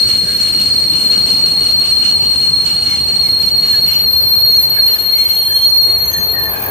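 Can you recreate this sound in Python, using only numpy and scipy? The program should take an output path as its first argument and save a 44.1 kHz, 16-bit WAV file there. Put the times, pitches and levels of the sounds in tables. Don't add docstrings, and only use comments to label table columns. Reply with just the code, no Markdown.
import sys
import numpy as np
from scipy import signal
from scipy.io import wavfile
from scipy.ndimage import uniform_filter1d, minimum_filter1d

SR = 44100
rng = np.random.default_rng(int(sys.argv[2]) if len(sys.argv) > 2 else 0)


def unload_wav(signal):
    wavfile.write(
        sys.argv[1],
        SR,
        np.round(np.clip(np.atleast_2d(signal).T, -1, 1) * 32767).astype(np.int16),
    )


N = 295470
TIME = np.arange(N) / SR
STOP_S = 8.0

# time_s, level_db, left_minus_right_db
SQUEAL_LEVEL = [(0, -11, 3), (.2, -14.5, 0), (1.0, -12, 3.5), (1.7, -12, 1.5), (2.35, -12.5, 2),
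                (2.7, -14, -1), (3.75, -11.5, -0.5), (4.2, -11.5, 5), (4.58, -8, .5), (4.72, -13.5, 1),
                (4.87, -8.5, -3.5), (5.03, -20, 9.5), (5.15, -10.5, 3), (5.5, -13.5, -0.5), (5.8, -7.5, 1),
                (6.08, -16.5, 3), (6.43, -16, 3), (6.64, -32, 1)]
# time_s, pitch_hz
SQUEAL_NOTE = [(0, 4274), (3.2, 4271), (4.6, 4283), (6.7, 4287)]


def main_squeal():
    level_db, pan_db = in_time(SQUEAL_LEVEL)
    pitch_hz, = in_time(SQUEAL_NOTE)
    jitter_hz, spread_hz = with_speed(1.4, 33.01), with_speed(5, 24)
    note = beating_wheels(pitch_hz, jitter_hz, spread_hz, others_db=-5.5, steadiness=4.5, scatter_rad=.9)
    fading = from_db([drift(10), drift(10)])
    unrest = jitter_hz / jitter_hz.max()
    skirt = from_db(-6) * unrest * resonance(4279, width_hz=84)
    return from_db(level_db) * (panned(pan_db) * fading * note + panned(1.2) * skirt)


# time_s, relative_db
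TOP_LEVEL = [(0, -37), (2.6, -41), (3.4, -37.5), (4.3, -23.5), (5.15, -26.5), (6.7, -24.5)]
# time_s, pitch_hz
TOP_NOTE = [(0, 12860), (3.3, 12830), (4.2, 12785), (6.7, 12778)]


def top_squeal():
    level_db, = in_time(TOP_LEVEL)
    pitch_hz, = in_time(TOP_NOTE)
    jitter_hz, spread_hz = with_speed(8.18, 77.5), with_speed(12, 48)
    note = beating_wheels(pitch_hz, jitter_hz, spread_hz, others_db=9, steadiness=1.6, scatter_rad=1.2)
    flutter_db = 1.7 * drift(24)
    return from_db(level_db + 3 + flutter_db) * panned(4.4) * note


# [(peak_s, rise_s, fall_s, level_db), ...]
WHEEL_MODES = [ (3187, 19, [(5.35, 0.42, 0.47, -39.5), (5.63, 0.13, 0.062, -34), (6.1, 0.36, .35, -48.5)]),
               (4035, 9.2, [(6.2, .8, 0.53, -57)]), (4512, 24, [(4.2, 1.4, 1.8, -48)]),
               (4720, 19, [(.72, .15, .18, -37), (1.32, .22, 0.18, -37), (1.78, 0.23, 1.2, -46)]),
               (5450, 35, [(0.54, .14, .2, -44)]), (6396, 37, [(4.57, 0.12, 0.16, -38.5),
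               (5.65, 0.76, 0.64, -40.5), (6.14, 0.14, 0.14, -32.5), (6.65, .6, 0.27, -47.5)]),
               (7540, 32, [(5.35, 0.46, 1, -55)]), (8507, 12, [(.2, .9, 1.5, -41), (2.5, 2.9, 2.1, -41)]),
               (9620, 28, [(5.56, 0.53, 0.4, -34), (5.9, 0.38, 0.67, -50)]),
               (12535, 13, [(5.35, 0.23, .2, -51), (5.8, .2, 0.49, -39), (6.6, .45, 0.58, -55)]),
               (12768, 5.2, [(4.05, .7, 1, -40.5), (4.88, 0.49, 0.34, -25.5)]),
               (15365, 10, [(6.36, .12, 0.18, -61), (6.68, 0.21, .2, -31)])]


def passing_squeals():
    out = np.zeros((2, N))
    for pitch_hz, jitter_hz, swells in WHEEL_MODES:
        note = wheel(pitch_hz, jitter_hz, jitter_rate_hz=99, scatter_rad=1)
        flutter = from_db(2.6 * drift(99))
        level = sum(from_db(db) * swell(peak_s, rise_s, fall_s) for peak_s, rise_s, fall_s, db in swells)
        out += level * flutter * panned(2.2) * note
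    return out


# peak_s, length_s, pitch_hz, relative_db
GEAR_CREAKS = [(0.322, .1, 1626, -41), (2.915, .09, 2200, -39), (3.268, 0.062, 2180, -43),
               (3.748, 0.065, 1710, -37), (3.931, 0.15, 2156, -42.5), (4.775, 0.074, 2200, -45),
               (4.79, .04, 1675, -37), (4.89, 0.025, 1690, -39.5), (4.959, .05, 1720, -46),
               (5.16, 0.083, 2182, -36.5), (5.272, .16, 2160, -40), (5.526, 0.077, 1700, -40),
               (6.161, .08, 1784, -35), (6.359, 0.039, 1890, -32.5), (6.395, 0.049, 1792, -31),
               (6.466, 0.057, 1758, -31), (6.577, .09, 1623, -36.5), (6.67, 0.071, 1680, -34),
               (6.62, 0.14, 2460, -41)]


def creaks():
    out = np.zeros((2, N))
    wobble_hz = 55 * np.array([drift(143), drift(148)])
    roughness = from_db(2.6 * drift(63))
    for peak_s, length_s, pitch_hz, db in GEAR_CREAKS:
        near = np.abs(TIME - peak_s) < 3 * length_s
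        age = (TIME[near] - peak_s) / length_s
        envelope = np.where(age < 0, np.exp(-4 * age ** 2), np.exp(-1.8 * age))
        phase = 2 * np.pi * np.cumsum(pitch_hz - 30 * age + wobble_hz[:, near], axis=1) / SR
        out[:, near] += from_db(db + 8.5) * envelope * np.sin(phase)
    return out * roughness


# time_s, grind_db, rasp_db, ring_db
BLOCK_RUB = [(0, -41.5, -38.5, -35), (1.5, -43.5, -38, -36), (2.8, -44.5, -38.5, -37),
             (4.0, -48.5, -43, -40.5), (4.3, -48.5, -47.5, -41), (5.7, -52, -45, -43),
             (5.92, -53, -56.5, -42), (6.08, -58, -61, -53), (6.7, -50.5, -57, -53)]
# centre_s, length_s, grind_db, rasp_db
BLOCK_GRABS = [(0.104, 0.044, -35, -31), (0.44, 0.094, -41, -42), (0.608, .04, -37, -27),
               (0.95, .08, -43, -33), (1.15, .07, -37.5, -32), (1.313, 0.097, -40, -35),
               (1.48, .06, -44, -34), (1.717, 0.047, -41, -38), (1.865, .07, -41, -34),
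               (2.075, .11, -39.5, -28.5), (2.244, 0.063, -42, -29.5), (2.46, 0.068, -45, -41),
               (2.685, .07, -38.5, -31), (2.932, 0.14, -40, -34), (3.11, 0.063, -45, -38),
               (3.45, .08, -41.5, -40), (3.713, 0.17, -41, -37.5), (3.943, 0.16, -41, -31),
               (4.942, 0.16, -44, -39), (5.206, 0.071, -39.5, -39), (5.327, .11, -44, -41),
               (5.61, 0.078, -54, -47), (6.14, 0.06, -49, -49)]
# frequency_hz, relative_density_db
HISS_SPECTRUM = [(1000, -6), (1400, 2.5), (1900, -7), (2500, -1), (3600, 2), (5000, -3.5), (6200, -1),
                 (7800, -3.5), (9500, -9), (10500, -13.5), (11700, -16.5), (14200, -14.5), (15500, -39)]
# time_s, top_octave_db
HISS_TREBLE = [(0, 4.5), (2.8, 1), (4.2, -12.5), (6.7, -12)]
# pitch_hz, width_hz, relative_db
RIGGING_MODES = [(1285, 71, -9.5), (2235, 130, -6.5), (3320, 70, -11.5), (3530, 70, -14.5),
                 (5450, 64, -2.5), (7200, 180, -4.5)]


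def brake_blocks():
    grind_db, rasp_db, ring_db = in_time(BLOCK_RUB)
    chatter = drift(11.4)
    grind_gain = from_db(grind_db + 1.25 * chatter)
    rasp_gain = from_db(rasp_db + 3.5 * chatter)
    for centre_s, length_s, grab_grind_db, grab_rasp_db in BLOCK_GRABS:
        grip = press(centre_s, length_s)
        grind_gain = np.hypot(grind_gain, from_db(grab_grind_db) * grip)
        rasp_gain = np.hypot(rasp_gain, from_db(grab_rasp_db) * grip)
    treble = from_db(in_time(HISS_TREBLE)[0])
    bands = noise_bands(HISS_SPECTRUM, flicker_db=2)
    hiss = from_db(9.5) * unit_power(sum(band * (treble if hz > 9000 else 1) for hz, band in bands))
    rigging = sum(from_db(db) * resonance(hz, width_hz) for hz, width_hz, db in RIGGING_MODES)
    ring = from_db(ring_db + 4 + 1.25 * chatter) * resonance(8576, width_hz=170)
    rasp = rasp_gain * resonance(2918, width_hz=170)
    return panned(3.2) * (grind_gain * (hiss + rigging) + ring + rasp)


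# time_s, rumble_db, body_db
ROLL_LEVELS = [(0, -35, -35), (1.2, -33.5, -32), (1.6, -35, -36), (2.3, -32.5, -35.5), (3.5, -34.5, -36),
               (4.2, -32.5, -38.5), (4.6, -34.5, -38.5), (5.2, -40, -44.5), (5.75, -35.5, -44),
               (6.15, -34, -40), (6.7, -32.5, -35)]
# time_s, roar_db, rails_db
TRACK_LEVELS = [(0, -37, -52), (1.2, -36, -39.5), (1.5, -38, -38.5), (2.3, -40.5, -39), (4.1, -38, -40.5),
                (4.9, -36.5, -39), (5.3, -40, -42.5), (5.6, -40.5, -39), (6.0, -37.5, -37),
                (6.7, -34.5, -28.5)]
# frequency_hz, relative_density_db
ROLL_SPECTRUM = [(22, -16.5), (32, -13), (48, -11), (68, 2), (90, 1.5), (130, -1), (190, -6), (290, -11),
                 (410, -8.5), (600, -10), (820, -20), (1150, -14.5), (1700, -16), (3500, -25)]
# pitch_hz, width_hz, relative_db
TRACK_MODES = [(413.5, 56, -7.5), (558, 40, -14.5), (670, 40, -8), (798, 50, -6.5), (862, 55, -7.5),
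               (1019, 80, -7.5), (1160, 90, -5.5)]


def rolling():
    rumble_db, body_db = in_time(ROLL_LEVELS)
    roar_db, rails_db = in_time(TRACK_LEVELS)
    bands = noise_bands(ROLL_SPECTRUM, flicker_db=1.5)
    rumble = unit_power(sum(band for hz, band in bands if hz < 140))
    body = unit_power(sum(band for hz, band in bands if 140 <= hz < 350))
    roar = unit_power(sum(band for hz, band in bands if hz >= 350))
    rails = sum(from_db(db) * resonance(hz, width_hz) for hz, width_hz, db in TRACK_MODES)
    bump = from_db(3 * press(centre_s=5.9, length_s=.05))
    track = bump * (from_db(roar_db + 4.5) * roar + from_db(rails_db + 2.5) * rails)
    return from_db(rumble_db) * rumble + from_db(body_db) * body + panned(.47) * track


def beating_wheels(pitch_hz, jitter_hz, spread_hz, others_db, steadiness, scatter_rad):
    lead = wheel(pitch_hz, jitter_hz / steadiness, jitter_rate_hz=99, scatter_rad=scatter_rad)
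    others = sum(wheel(pitch_hz + offset_hz, jitter_hz, jitter_rate_hz=130, scatter_rad=1.204)
                 for offset_hz in (-spread_hz, spread_hz))
    chorus = lead + from_db(others_db) * others
    slow_power = uniform_filter1d(chorus ** 2, size=3000, axis=1)
    return chorus / np.sqrt(slow_power + 1e-9)


def wheel(pitch_hz, jitter_hz, jitter_rate_hz, scatter_rad):
    phase = 2 * np.pi * np.cumsum(pitch_hz + jitter_hz * drift(jitter_rate_hz)) / SR
    ear_shift = scatter_rad * drift(6.38)
    return np.sqrt(2) * np.sin([phase + ear_shift, phase - ear_shift])


def resonance(hz, width_hz):
    radius = np.exp(-np.pi * width_hz / SR)
    feedback = [1, -2 * radius * np.cos(2 * np.pi * hz / SR), radius * radius]
    ring = signal.lfilter([1, 0, -1], feedback, rng.standard_normal((2, N)))
    skirts = signal.butter(1, [hz - 2 * width_hz, hz + 2 * width_hz], "band", fs=SR, output="sos")
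    return unit_power(both_ears(*signal.sosfilt(skirts, ring), hz))


def noise_bands(spectrum, flicker_db):
    edges_hz = np.geomspace(20, 18000, 21)
    white = rng.standard_normal((2, 2, N))
    bands = []
    for k, (low_hz, high_hz) in enumerate(zip(edges_hz, edges_hz[1:])):
        if spectrum[0][0] < high_hz and low_hz < spectrum[-1][0]:
            centre_hz = np.sqrt(low_hz * high_hz)
            bandpass = signal.butter(3, [low_hz, high_hz], "band", fs=SR, output="sos")
            mid, side = signal.sosfilt(bandpass, white[k % 2])
            gain = from_db(at_hz(spectrum, centre_hz) + flicker_db * drift(15.5))
            bands.append((centre_hz, gain * both_ears(mid, side, centre_hz)))
    return bands


# frequency_hz, correlation
EAR_LIKENESS = [(60, 1), (125, 1), (250, 1), (450, 0.78), (750, 0.64), (1400, 0.67), (2600, 0.15),
                (6000, 0.033)]


def both_ears(mid, side, hz):
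    alike = np.clip(at_hz(EAR_LIKENESS, hz), -1, .97)
    return np.sqrt(1 + alike) * mid + np.sqrt(1 - alike) * side * [[1], [-1]]


def from_the_left(x, lag_s=.00038):
    return np.array([x[0], np.pad(x[1], (round(lag_s * SR), 0))[:N]])


def panned(left_minus_right_db):
    return from_db(np.array([[.5], [-.5]]) * left_minus_right_db)


def with_speed(at_rest_hz, added_at_entry_hz):
    return at_rest_hz + added_at_entry_hz * np.clip(1 - TIME / STOP_S, 0, 1)


def swell(peak_s, rise_s, fall_s, depth_db=18.5):
    age_s = TIME - peak_s
    drop_db = depth_db * (age_s / np.where(age_s < 0, rise_s, fall_s)) ** 2
    return from_db(-np.minimum(drop_db, 200))


def press(centre_s, length_s, attack_s=.014, release_s=.03):
    bite = .5 + .5 * np.tanh((TIME - centre_s + length_s / 2) / attack_s)
    release = .5 + .5 * np.tanh((centre_s + length_s / 2 - TIME) / release_s)
    return bite * release


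def drift(rate_hz, hop=20):
    pole = np.exp(-2 * np.pi * hop * rate_hz / SR)
    white = rng.standard_normal(N // hop + 4002)
    slow = signal.lfilter([1], [1, -2 * pole, pole * pole], white)[4000:]
    return np.interp(np.arange(N) / hop, np.arange(len(slow)), unit_power(slow))


def in_time(rows):
    times_s, *columns = np.transpose(rows)
    return [np.interp(TIME, times_s, column) for column in columns]


def at_hz(spectrum, hz):
    points_hz, values = np.transpose(spectrum)
    return np.interp(np.log(hz), np.log(points_hz), values)


def from_db(db):
    return 10 ** (np.asarray(db) / 20)


def unit_power(x):
    return x / np.sqrt(np.mean(x ** 2) + 1e-20)


def scene():
    squeals = main_squeal() + top_squeal() + passing_squeals()
    return squeals + creaks() + from_the_left(brake_blocks() + rolling())


def record(dry, ceiling=.85, cutoff_hz=15770):
    headroom = np.minimum(1, ceiling / (np.abs(dry).max(axis=0) + 1e-9))
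    gain = uniform_filter1d(minimum_filter1d(headroom, size=300), size=300)
    lowpass = signal.ellip(12, .1, 90, cutoff_hz, fs=SR, output="sos")
    return signal.sosfilt(lowpass, gain * dry)


dry = scene()
out = record(dry)
unload_wav(out)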